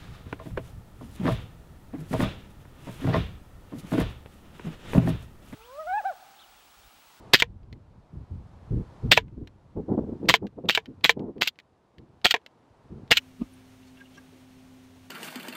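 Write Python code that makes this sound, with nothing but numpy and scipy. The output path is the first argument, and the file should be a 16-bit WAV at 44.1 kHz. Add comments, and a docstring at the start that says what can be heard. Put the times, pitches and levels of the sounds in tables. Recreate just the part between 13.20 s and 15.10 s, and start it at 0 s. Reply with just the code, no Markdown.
"""A siphon tube in a glass jar

In a quiet kitchen, an appliance hums on one steady note over a low murmur and faint hiss.
Someone holds a siphon tube in a jar: one soft, hollow bump, then two thin, wet crackles.
The tube slips and rubs the glass into tiny scraping ticks, and the hand shifts its grip."""
import sys
import numpy as np
from scipy import signal
from scipy.fft import rfft, irfft
from scipy.io import wavfile

SR = 44100
rng = np.random.default_rng(int(sys.argv[2]) if len(sys.argv) > 2 else 0)


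def store_wav(level_fs):
    """Save 16-bit WAV to argv[1]."""
    pcm = np.round(np.clip(np.atleast_2d(level_fs), -1, 1) * 32767)
    wavfile.write(sys.argv[1], SR, pcm.T.astype(np.int16))


N = 83790


def undb(db):
    """Turn decibels (dB) into a number to multiply a sound by."""
    return 10 ** (np.asarray(db) / 20)


def noise(gain):
    """Noise with an overall strength of 1; gain(Hz) sets the share of each frequency."""
    hz = np.maximum(np.arange(N // 2 + 1) * SR / N, 1)
    shaped = irfft(rfft(rng.standard_normal(N)) * gain(hz), N)
    return shaped / np.std(shaped)


def band(hz, width_hz):
    """Noise gathered around one pitch, falling off steeply on both sides."""
    return noise(lambda f: 1 / (1 + ((f * f - hz * hz) / (f * width_hz * 2)) ** 2 * 2))


def wander(rate_hz):
    """A random drift, about 1 in size; a higher rate moves faster."""
    return noise(lambda f: 1 / (1 + (f / rate_hz) ** 2))


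def swell(t, rise_s, decay_s, round_s):
    """The loudness of a soft touch: it grows to a rounded peak at t = 0, then dies away."""
    return np.exp(-(np.hypot(t, round_s) - round_s) / np.where(t < 0, rise_s, decay_s))


def tone(t, hz):
    """A pure tone that starts anywhere in its cycle."""
    return np.sin(2 * np.pi * (hz * t + rng.random()))


def appliance_hum(t):
    """An appliance holds one steady note, with two quieter, wavering tones beside it."""
    # Each row: pitch in Hz, level in dB, how far the pitch wavers in Hz.
    hum_tones = [(258.2, -55, 0.23), (100.2, -62.5, 5.83), (386.7, -71, 7.75)]
    hum = np.zeros(N)
    for hz, db, waver_hz in hum_tones:
        drift_s = np.cumsum(waver_hz * wander(13.23)) / SR / hz
        strength = undb(db + 0.93 * wander(2.2))
        hum += np.sqrt(2) * strength * tone(t + drift_s, hz)
    return hum


def murmur():
    """A low murmur: noise gathered around three pitches."""
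    # Each row: pitch in Hz, width in Hz, level in dB.
    resonances = [(162, 27, -67), (381.4, 54, -79), (534.2, 10, -77)]
    return sum(undb(db) * band(hz, width_hz) for hz, width_hz, db in resonances)


def room_air():
    """The room's air: a faint rumble and hiss whose level flickers slightly."""
    # Each row: frequency in Hz, level in dB compared with the other rows.
    air_shape = [(18, 0), (40, 0.5), (75, 5), (270, 1.5), (325, -4), (460, -5), (720, -3), (1050, -7.5),
                 (1550, -10), (2900, -10.5), (4300, -15), (4900, -18), (5400, -16.5), (6600, -17.5),
                 (7650, -21.5), (8400, -19.5), (9700, -20.5), (10400, -26.5), (11200, -22.5),
                 (15500, -26.5)]
    hz, db = np.array(air_shape).T
    air = noise(lambda f: undb(np.interp(np.log(f), np.log(hz), db)))
    return air * undb(-58.5 + 0.5 * wander(17))


def jar_bump(t):
    """A padded knock makes the jar ring briefly, with a deep thud and a slight scuff."""
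    # Each row is one ringing tone: pitch in Hz, relative level in dB, rise and decay in seconds.
    jar_tones = [(237, -1, 0.0069, 0.0048), (183.5, -12.5, 0.0099, 0.0059), (296, -14, 0.0038, 0.011),
                 (389, -19, 0.011, 0.0029), (474, -29, 0.0087, 0.0076), (582, -29.5, 0.003, 0.0038),
                 (673, -27, 0.0027, 0.0051), (935, -31.5, 0.0066, 0.0046), (1105, -30.5, 0.0056, 0.0024),
                 (1226, -30.5, 0.0042, 0.0097)]
    peak_s, round_s, thud_hz = 0.2203, 0.0035, 47
    t = t - peak_s
    body = np.zeros(N)
    for hz, db, rise, decay in jar_tones:
        # Low tones move together with the push; higher ones ring freely.
        ring = np.cos(2 * np.pi * hz * t) if hz < 350 else tone(t, hz)
        body += undb(db) * swell(t, rise, decay, round_s) * ring
    thud = swell(t - 0.008, 0.014, 0.015, round_s) * np.sin(2 * np.pi * thud_hz * t)
    scuff = swell(t, 0.011, 0.011, round_s) * band(2770, width_hz=1000)
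    return undb(-20.5) * body + undb(-40) * thud + undb(-60.5) * scuff


def bursts(t, rows, width_hz):
    """One short puff of noise for each row, rising and fading at the same speed."""
    return sum(undb(db) * swell(t - peak_s, fade_s, fade_s, fade_s) * band(hz, width_hz)
               for peak_s, db, fade_s, hz in rows)


def wet_crackles(t):
    """The wet tube gives two thin, high crackles."""
    # Each row: peak time in seconds, level in dB, fade in seconds, pitch in Hz.
    crackles = [(.325, -74, .008, 13200), (.339, -62.5, 0.0031, 9480)]
    return bursts(t, crackles, width_hz=860)


def tube_slips(t):
    """Each slip of the tube on the glass rubs out a short, rough ring with a little rasp."""
    # Each row is one tone of the tube and glass: pitch in Hz, relative level in dB.
    tube_tones = [(1160, -6), (1620, -3.5), (1830, -25), (2190, -14), (2730, -3), (2860, -9.5),
                  (3118, -10.5), (3350, -10.5), (4380, -22), (5400, -21), (5700, -12), (6350, -14),
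                  (7300, -14)]
    # Each row: peak time in seconds, level in dB, rise and decay in seconds, middle pitch in Hz,
    # spread around that pitch in octaves, rasp level in dB compared with the ring.
    slips = [(.632, -63, 0.003, 0.0065, 2800, .1, -1), (.674, -74, 0.0044, 0.0065, 7300, 0.11, 1),
             (0.685, -69, 0.023, 0.018, 4400, 0.13, 1.5), (0.776, -55.5, 0.0044, 0.005, 2780, 0.42, -14),
             (0.808, -57, 0.0035, 0.003, 2240, 0.1, 1), (0.817, -46, 0.0091, 0.0052, 1620, 0.23, -19),
             (.861, -56, 0.0058, 0.0038, 2900, 0.046, -16), (.953, -66, .007, 0.0089, 6500, 0.18, -4),
             (.956, -60, 0.014, 0.012, 3120, 0.074, -1), (0.977, -59, 0.0029, 0.0064, 5230, 0.11, -6),
             (0.982, -47, 0.0044, .006, 1500, 0.5, -14)]
    roughness, rasp_octaves = 0.22, 0.55
    tone_hz, tone_db = np.array(tube_tones).T
    rings = np.array([np.sqrt(2) * tone(t, hz) + roughness * band(hz, width_hz=90) for hz in tone_hz])
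    ticks = np.zeros(N)
    for peak_s, db, rise, decay, middle_hz, spread, rasp_db in slips:
        # A slip favours the tones near its middle pitch.
        weights = undb(tone_db) * np.exp(-0.5 * (np.log2(tone_hz / middle_hz) / spread) ** 2)
        ring = weights @ rings / np.linalg.norm(weights)
        rasp = noise(lambda f: np.exp(-0.5 * (np.log2(f / middle_hz) / rasp_octaves) ** 2))
        loudness = undb(db) * swell(t - peak_s, rise, decay, round_s=0.0015)
        ticks += loudness * (ring + undb(rasp_db) * rasp)
    return ticks


def hand_rubs(t):
    """The hand shifts its grip with two dull brushing sounds."""
    # Each row: peak time in seconds, level in dB, fade in seconds, pitch in Hz.
    rubs = [(0.979, -60, 0.015, 345), (1.149, -57, 0.019, 325)]
    return bursts(t, rubs, width_hz=130)


def scene():
    """Close handling sounds with no echo, over the kitchen's hum, in one channel."""
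    t = np.arange(N) / SR
    kitchen = appliance_hum(t) + murmur() + room_air()
    handling = jar_bump(t) + wet_crackles(t) + tube_slips(t) + hand_rubs(t)
    return (kitchen + handling)[None]


def record(dry):
    """Cut away the very highest treble steeply."""
    top_hz = 15700
    treble_cut = signal.ellip(12, 0.1, 70, top_hz, fs=SR, output="sos")
    return signal.sosfilt(treble_cut, dry)


dry = scene()
out = record(dry)
store_wav(out)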